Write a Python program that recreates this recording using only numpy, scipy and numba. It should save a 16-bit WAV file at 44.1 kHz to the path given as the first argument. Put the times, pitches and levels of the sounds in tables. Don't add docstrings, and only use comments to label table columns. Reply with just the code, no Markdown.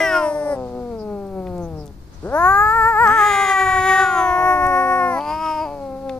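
import sys
import numpy as np
from scipy import signal
from scipy.fft import rfft, irfft, next_fast_len
from scipy.io import wavfile
from scipy.ndimage import uniform_filter1d, minimum_filter1d
from numba import njit

SR = 44100
rng = np.random.default_rng(int(sys.argv[2]) if len(sys.argv) > 2 else 0)


def put_to_file(sound):
    columns = np.atleast_2d(sound).T
    safe = np.clip(columns, -1, 1)
    whole_steps = np.round(safe * 32767)
    wavfile.write(sys.argv[1], SR, whole_steps.astype(np.int16))


N = 272979
TIME = np.arange(N) / SR

# at_s, fall_to_1/e_s, peak_db
GUSTS = [(0.778, 0.17, -43), (1.674, 0.25, -35), (2.692, 0.44, -34), (3.789, 0.15, -35), (4.3, .25, -41.5),
         (4.65, 0.096, -33.5)]
CALM_DB = -46.5
# at_s, level_db
BREATH_HISS = [(0, -46.5), (1.2, -59), (2.0, -57.5), (2.3, -49), (6.19, -55.5)]
# frequency_hz, level_db
BREEZE_COLOUR = [(15, -2.5), (30, -11), (48, 1), (100, -2.5), (140, -11.5), (300, -27.5), (800, -49),
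                 (4000, -85.5)]
HISS_COLOUR = [(1000, 9.5), (3000, -5.5), (4500, 1), (6500, -5), (10000, -12.5), (15000, -37)]
TOWN_COLOUR = [(40, 11.5), (150, -5), (300, 6.5), (600, -10), (1200, -14), (2500, -27.5), (6000, -32),
               (15000, -29)]
# pitch_hz, level_db
HUM = [(98, -51.5), (146, -55), (195, -50)]
# start_s, length_s, level_db, start_hz, end_hz
CHIRPS = [(0.968, 0.083, -53.5, 5190, 4670), (1.597, 0.088, -57.5, 6300, 6000),
          (1.745, 0.12, -55, 5560, 4600), (2.124, 0.046, -60, 6200, 6000)]
# start_s, peak_db, centre_hz, width_hz (each pass), t60_s
CLICKS = [(1.268, -47, 8500, 2000, 0.011), (1.278, -51, 5400, 900, 0.0099),
          (1.469, -39.5, 2200, 1200, 0.027), (1.581, -38.5, 6955, 3993, .01),
          (1.858, -37, 9000, 8000, 0.008), (1.866, -39, 7980, 8000, .008), (1.878, -36, 5000, 5000, 0.011),
          (3.075, -26.5, 4600, 3900, .012), (4.667, -30, 8930, 9050, 0.014), (5.208, -38, 3184, 1496, .012),
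          (5.461, -34, 3174, 1200, 0.013), (6.094, -28.5, 2550, 2500, 0.022)]

# at_s, pitch_hz
GINGER_PITCH = [
    [(0, 324.6), (.1, 318.8), (.3, 301.6), (.51, 290.6), (.57, 271.5)],
    [(2.22, 129), (2.33, 278.4), (2.4, 338), (2.52, 393), (2.65, 423.8), (2.74, 450.3), (3.05, 444.6),
     (3.2, 428.7), (3.3, 404.2), (3.5, 386.2), (3.78, 372.9), (3.87, 381.4), (4.1, 383.2), (4.32, 360.7),
     (4.45, 367.9), (4.98, 367), (5.1, 353.8), (5.2, 319)],
]
WHITE_PITCH = [
    [(0, 408), (.12, 371), (.32, 312.9), (.57, 259.5), (.67, 246.7), (.79, 247.3), (.9, 236.2),
     (1.0, 215.4), (1.22, 197.8), (1.6, 174), (1.92, 137)],
    [(2.99, 150.4), (3.1, 238), (3.24, 405.2), (3.43, 415.3), (3.55, 387.4), (4.0, 374), (4.12, 358),
     (4.19, 339), (4.35, 333), (4.62, 293), (4.8, 265.5), (5.14, 255.2), (5.21, 291.8), (5.42, 318.4),
     (5.63, 307.3), (5.7, 293.4), (5.9, 265.5), (6.06, 269.8), (6.19, 255)],
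]
# at_s, level_db, jaw_opening (0-1), top_resonance_hz
GINGER_MOUTH = [
    [(0, -23.5, 0.18, 5000), (.18, -20.5, 0.32, 5340), (.35, -24, 0.15, 5430), (.53, -22.5, 0.19, 5350),
     (.57, -34, 0.08, 5000)],
    [(2.22, -42, 0, 4900), (2.26, -27.5, 0.07, 5030), (2.31, -32, 0.21, 5500), (2.35, -18.5, 0.28, 5850),
     (2.43, -13, 0.6, 6500), (2.55, -10.5, .85, 7000), (2.72, -13, 0.94, 7400), (2.86, -13, 0.84, 7560),
     (2.95, -15.5, 0.65, 7450), (3.04, -11.5, 0.83, 7750), (3.18, -13.5, 0.98, 7950),
     (3.33, -16.5, 0.69, 8200), (3.7, -18, 0.59, 7560), (4.2, -17, 0.48, 6253), (4.5, -16, 0.54, 5797),
     (4.97, -16, .58, 5470), (5.2, -23, 0.46, 5743)],
]
WHITE_MOUTH = [
    [(0, -19, 1, 5830), (.11, -19, 0.84, 5300), (.17, -15.5, 0.68, 5250), (.25, -27.5, 0.53, 5250),
     (.33, -31.5, 0.27, 5000), (.75, -30.5, 0.047, 4350), (1.6, -30, 0.044, 4250), (1.85, -33, 0, 4400),
     (1.92, -45, 0, 4450)],
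    [(2.99, -36.5, 0.36, 5900), (3.06, -23.5, 0.63, 6200), (3.17, -29.5, 0.83, 6500),
     (3.27, -25, 0.86, 6820), (3.4, -28.5, 0.95, 6800), (3.52, -22.5, 0.89, 6830),
     (3.75, -21.5, 0.93, 6970), (3.9, -19, 0.96, 6900), (4.1, -20, .7, 7040), (4.3, -25, 0.49, 6010),
     (4.55, -31, 0.12, 5170), (4.9, -28.5, 0.11, 4300), (5.1, -26.5, .21, 4396), (5.25, -26.5, 0.46, 4650),
     (5.46, -24, 0.57, 5250), (5.59, -24.5, .46, 4950), (5.76, -31, 0.19, 4400), (6.19, -29, .1, 4170)],
]
# opening (0-1), first_resonance_hz, second_resonance_hz (tongue settled),
# rasp_db (before cracks and the cat's own rasp gain)
GINGER_JAW = [(0, 368, 1840, -22.5), (.5, 950, 2007, -35.5), (1.002, 1220, 1950, -33.5)]
WHITE_JAW = [(0, 403, 797, -39), (0.501, 878, 1098, -21.5), (1, 2095, 2070, -14)]
# bend (share by which the second resonance starts off), settling_time_s
GINGER_TONGUE = [(0.02, 1), (-.21, 1.4)]
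WHITE_TONGUE = [(0, 1), (.4, 0.93)]
# start_s, end_s, period_doubling_db, extra_rasp_db
GINGER_CRACKS = [(0.355, .6, -18, -3), (2.215, 2.343, -15, -15), (3.267, 3.48, -28, 3.5),
                 (5.097, 5.22, -24, 6)]
WHITE_CRACKS = [(0, 0.246, -35, -0.5), (.28, 0.834, -6, -4), (2.98, 3.114, -9, -2.5),
                (3.154, 3.53, -10.5, 6.5), (4.345, 4.51, -3.5, 1), (5.15, 5.347, -11, 2),
                (5.64, 5.823, -6.5, 2)]
CLEAR_DOUBLING_DB, CRACK_FADE_S = -36, 0.076
# frequency_hz, level_db
GINGER_RASP = [(800, -27), (1500, -3), (2800, -33), (4000, -1.5), (6000, 0.5), (8000, 1.5), (9500, -2.5),
               (12000, 0.5), (14500, -5)]
WHITE_RASP = [(800, -19), (1500, 8.5), (2800, 4.5), (4000, -6), (6000, -6.5), (8000, -12.5), (9500, -4),
              (12000, -21.5), (14500, -13)]
# multiple_of_top_resonance, width_hz (before widening), level_db
GINGER_UPPER = [(0.621, 636, -9.5), (1.0, 710, -2.5), (1.67, 900, -1), (1.969, 920, -2.5)]
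WHITE_UPPER = [(0.529, 450, -12), (1.0, 416, 0.5), (1.42, 900, -24), (2.4, 1240, -4.5)]
GINGER_LEAK, WHITE_LEAK = .14, .27
# frequency_hz, lead_radians
GINGER_PHASE = [(0, 0), (700, .35), (1400, .95), (2100, 1.6), (4000, 1.7), (15000, 2.1)]
WHITE_PHASE = [(0, 0), (500, .4), (2300, .45), (5000, .7), (8000, 1.7), (15000, 2.1)]
# waver_share, jitter_cycles, shimmer_db, air_share
GINGER_UNREST = (.0035, .0005, .11, .008)
WHITE_UNREST = (.0035, .0009, .18, .02)
QUAVER_AT_S, QUAVER_HZ, QUAVER_SHARE, QUAVER_FADE_S = 3.022, 7.6, 0.083, 0.1494
# at_s, pitch_leap_share
WHITE_BREAKS = [(4.37, .02), (5.655, .04)]
BREAK_S = 0.0213
# left_delay_ms, right_delay_ms, level_db
GLANCES = [(.55, 0.99, -32.5), (1.3, 1.2, -15.5), (1.9, 2.7, -9)]
CEILING, TOP_HZ = .8, 15300


def undb(db):
    return 10 ** (np.asarray(db) / 20)


def curves(table, t):
    s, *columns = np.transpose(table)
    return [np.interp(t, s, c) for c in columns]


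def unit(x):
    return x / np.sqrt(np.mean(x ** 2) + 1e-20)


def steady(x, size=700):
    power = uniform_filter1d(uniform_filter1d(x ** 2, size), size)
    return x / np.sqrt(np.abs(power) + 1e-14)


def colour(x, points):
    hz, db = np.transpose(points)
    n = x.shape[-1]
    size = next_fast_len(n + 2048)
    f = np.maximum(np.arange(size // 2 + 1) * SR / size, 1)
    gain = undb(np.interp(np.log(f), np.log(hz), db))
    return irfft(rfft(x, size) * gain, size)[..., :n]


def walk(rate, n):
    k = max(int(SR / rate), 1)
    steps = np.repeat(rng.standard_normal(n // k + 1), k)
    return unit(uniform_filter1d(uniform_filter1d(steps, k), k))[:n]


@njit
def resonate(x, hz, width):
    low, band, b, l = np.empty(len(x)), np.empty(len(x)), 0., 0.
    for i in range(len(x)):
        g, k = np.tan(np.pi * min(hz[i], .45 * SR) / SR), width[i] / hz[i]
        v = (b + g * (x[i] + 1e-18 - l)) / (1 + g * (g + k))
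        low[i], band[i] = l + g * v, k * v
        b, l = 2 * v - b, 2 * low[i] - l
    return low, band


def steep_band(x, hz, width_hz):
    width = np.full(len(hz), float(width_hz))
    once = resonate(x, hz, width)[1]
    return resonate(once, hz, width)[1]


def noise_band(hz, width_hz):
    return steep_band(rng.standard_normal(len(hz)), hz, width_hz)


def add(out, x, s):
    i = max(int(s * SR), 0)
    out[..., i:i + x.shape[-1]] += x[..., :max(N - i, 0)]


def place(x, phase, pan_db):
    n = len(x)
    size = next_fast_len(n + 256)
    f = np.arange(size // 2 + 1) * SR / size
    side = np.array([[1], [-1]]) / 2
    shift = np.exp(1j * side * np.interp(f, *np.transpose(phase)))
    return irfft(rfft(x, size) * shift, size)[:, :n] * undb(side * pan_db)


def stereo_noise(points, side):
    mid, diff = colour(rng.standard_normal((2, N)), points)
    return unit(mid) + side * unit(diff) * np.array([[1], [-1]])


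def motor_hum():
    hum = np.zeros(N)
    for hz, db in HUM:
        level = np.sqrt(2) * undb(db + 3.4 * walk(6, N))
        turns = np.cumsum(hz * (1 + .008 * walk(7, N))) / SR
        hum += level * np.sin(2 * np.pi * turns)
    return hum


def outdoors():
    gusts = sum(undb(db) * np.exp(-((TIME - s) / fall_s) ** 2) for s, fall_s, db in GUSTS)
    wind = (undb(CALM_DB) + gusts) * undb(2 * walk(18, N))
    breeze = stereo_noise(BREEZE_COLOUR, side=0.23) * wind * undb([[1.5], [-4.5]])
    hiss_db, = curves(BREATH_HISS, TIME)
    hiss = stereo_noise(HISS_COLOUR, side=1.0) * undb(hiss_db + walk(24, N))
    town = stereo_noise(TOWN_COLOUR, side=0.32) * undb(-46.0 + 1.8 * walk(3.08, N))
    return breeze + hiss + town + motor_hum()


def birds():
    out = np.zeros((2, N))
    for s, length, db, start_hz, end_hz in CHIRPS:
        hz = np.linspace(float(start_hz), end_hz, int(length * SR))
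        chirp = np.array([noise_band(hz, 860) for _ in range(2)]) * np.hanning(len(hz))
        add(out, undb(db) * unit(chirp), s)
    return out


def clicks():
    out, t = np.zeros(N), TIME[:2048]
    for s, db, hz, width_hz, t60 in CLICKS:
        burst = noise_band(np.full(len(t), float(hz)), width_hz) * np.exp(-np.log(1000) * t / t60)
        add(out, undb(db) * burst / np.abs(burst).max(), s)
    return place(out, WHITE_PHASE, pan_db=8)


def reflections(x, t60, db):
    t = TIME[:SR // 2]
    noise = colour(rng.standard_normal((2, len(t))), [(1500, 25), (8000, -8.5)])
    tail = noise * np.exp(-np.log(1000) * t / t60) * (t > .008)
    return signal.fftconvolve(x, undb(db) * unit(tail) / np.sqrt(len(t)), axes=1)[:, :N]


def glance(x):
    i = np.arange(x.shape[1])
    out = x.copy()
    for *delays_ms, db in GLANCES:
        for port, ms in enumerate(delays_ms):
            out[port] += undb(db) * x[port, np.maximum(i - int(ms * SR / 1000), 0)]
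    return out


def quaver(t):
    since = t - QUAVER_AT_S
    swell = np.exp(-np.abs(since) / QUAVER_FADE_S)
    return 1 + QUAVER_SHARE * swell * np.cos(2 * np.pi * QUAVER_HZ * since)


def breaks(t):
    factor = np.ones(len(t))
    for s, share in WHITE_BREAKS:
        since = (t - s) / BREAK_S
        factor -= share * since * np.exp(.5 - .5 * since ** 2)
    return factor


def cracking(cracks, t):
    doubling_db, rasp_db = np.full(len(t), float(CLEAR_DOUBLING_DB)), np.zeros(len(t))
    for start, end, split_db, extra_db in cracks:
        spell = np.clip(.5 + np.minimum(t - start, end - t) / CRACK_FADE_S, 0, 1)
        doubling_db += spell * (split_db - CLEAR_DOUBLING_DB)
        rasp_db += spell * extra_db
    return doubling_db, rasp_db


def articulate(mouth, jaw, tongue, cracks, t):
    db, opening, top_hz = curves(mouth, t)
    first_hz, second_hz, rasp_db = curves(jaw, opening)
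    bend, settle_s = tongue
    second_hz = second_hz * (1 + bend * np.clip(1 - (t - t[0]) / settle_s, 0, 1))
    first_hz, second_hz = np.clip(first_hz, SR / 200, SR / 8), np.clip(second_hz, SR / 100, SR / 8)
    doubling_db, extra_db = cracking(cracks, t)
    return db, first_hz, second_hz, top_hz, rasp_db + extra_db, doubling_db


def glottis(turns, doubling, jitter, shimmer_db, size=8):
    n, k = len(turns), np.arange(1, int(turns[-1]))
    chance = rng.standard_normal((len(k), 2))
    split = np.interp(k, turns, doubling)
    unrest = 1 + 3 * split
    at = np.interp(k + jitter * unrest * chance[:, 0], turns, np.arange(n))
    strength = (1 + split * (-1) ** k) * undb(shimmer_db * unrest * chance[:, 1])
    taps = at.astype(int)[:, None] + np.arange(1 - size, size + 1)
    offset = taps - at[:, None]
    shape = np.sinc(offset) * np.cos(np.pi * offset / (2 * size)) ** 2
    pulses = np.bincount(np.clip(taps, 0, n - 1).ravel(), (strength[:, None] * shape).ravel(), n)
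    return pulses - np.gradient(turns)


def yowl(pitch, mouth, jaw, tongue, cracks, rasp_colour, upper, phase, unrest, wobble, q1, q2, low_cut,
         nose_hz, nose_db, leak, rasp_gain_db, hiss, flutter_db, pan_db, rasp_pan_db):
    waver, jitter, shimmer_db, air = unrest
    start, end = max(pitch[0][0], 0), pitch[-1][0]
    t = np.arange(start, end, 1 / SR)
    n = len(t)
    hz = curves(pitch, t)[0] * wobble(t)
    db, first_hz, second_hz, top_hz, rasp_db, doubling_db = articulate(mouth, jaw, tongue, cracks, t)

    turns = np.cumsum(hz * (1 + waver * walk(45, n))) / SR
    pulses = steady(glottis(turns, undb(np.minimum(doubling_db, 0)), jitter, shimmer_db))
    puffs = unit(rng.standard_normal(n) * (1 + np.cos(2 * np.pi * turns)))
    flow = colour(pulses + air * puffs, [(50, -40), (130, 8.5), (300, -3.0), (1200, -7.5),
                                         (1900, -11), (2600, -12.5), (9600, -23)])
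    cut_hz = low_cut * hz
    flow = flow - sum(resonate(flow, cut_hz, 0.92 * cut_hz))

    throat = resonate(flow, first_hz, first_hz / q1)[0]
    vowel = resonate(throat, second_hz, second_hz / q2)[0]
    vowel = vowel - 2 * resonate(vowel, first_hz, first_hz / 2)[1]
    nose = steep_band(flow, np.full(n, float(nose_hz)), 450)
    voice = steady(vowel) + undb(nose_db) * steady(nose)

    buzz = colour(pulses + hiss * puffs, rasp_colour)
    rasp = leak * buzz
    for ratio, width, level_db in upper:
        rasp = rasp + undb(level_db) * steep_band(buzz, ratio * top_hz, 2.18 * width)

    fade = np.clip(np.minimum((t - start) / .004, (end - t) / .012), 0, 1)
    gain = undb(db + flutter_db * walk(22, n)) * fade
    rasp = steady(rasp) * gain * undb(rasp_db + rasp_gain_db)
    out = np.zeros((2, N))
    add(out, place(voice * gain, phase, pan_db), start)
    add(out, glance(place(rasp, phase, rasp_pan_db)), start)
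    return out


def white_cat():
    return sum(yowl(pitch, mouth, WHITE_JAW, tongue, WHITE_CRACKS, WHITE_RASP, WHITE_UPPER, WHITE_PHASE,
                    WHITE_UNREST, wobble=breaks, q1=3.22, q2=4.9, low_cut=0.88, nose_hz=1282, nose_db=-26,
                    leak=WHITE_LEAK, rasp_gain_db=2.5, hiss=0.34, flutter_db=1.66, pan_db=3.0,
                    rasp_pan_db=4.5)
               for pitch, mouth, tongue in zip(WHITE_PITCH, WHITE_MOUTH, WHITE_TONGUE))


def ginger_cat():
    return sum(yowl(pitch, mouth, GINGER_JAW, tongue, GINGER_CRACKS, GINGER_RASP, GINGER_UPPER, GINGER_PHASE,
                    GINGER_UNREST, wobble=quaver, q1=3.92, q2=6.9, low_cut=1.45, nose_hz=1560, nose_db=-50,
                    leak=GINGER_LEAK, rasp_gain_db=4.0, hiss=0.35, flutter_db=1.6, pan_db=3.0,
                    rasp_pan_db=2.5)
               for pitch, mouth, tongue in zip(GINGER_PITCH, GINGER_MOUTH, GINGER_TONGUE))


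def scene():
    close = ginger_cat() + white_cat() + clicks()
    tail = reflections(close, t60=.25, db=-36)
    return outdoors() + birds() + tail + close


def record(dry, size=441):
    headroom = CEILING / np.maximum(np.abs(dry).max(axis=0), CEILING)
    gain = uniform_filter1d(minimum_filter1d(headroom, 2 * size), size)
    treble_cut = signal.ellip(10, .2, 80, TOP_HZ, fs=SR, output="sos")
    return signal.sosfilt(treble_cut, dry * gain)


dry = scene()
out = record(dry)
put_to_file(out)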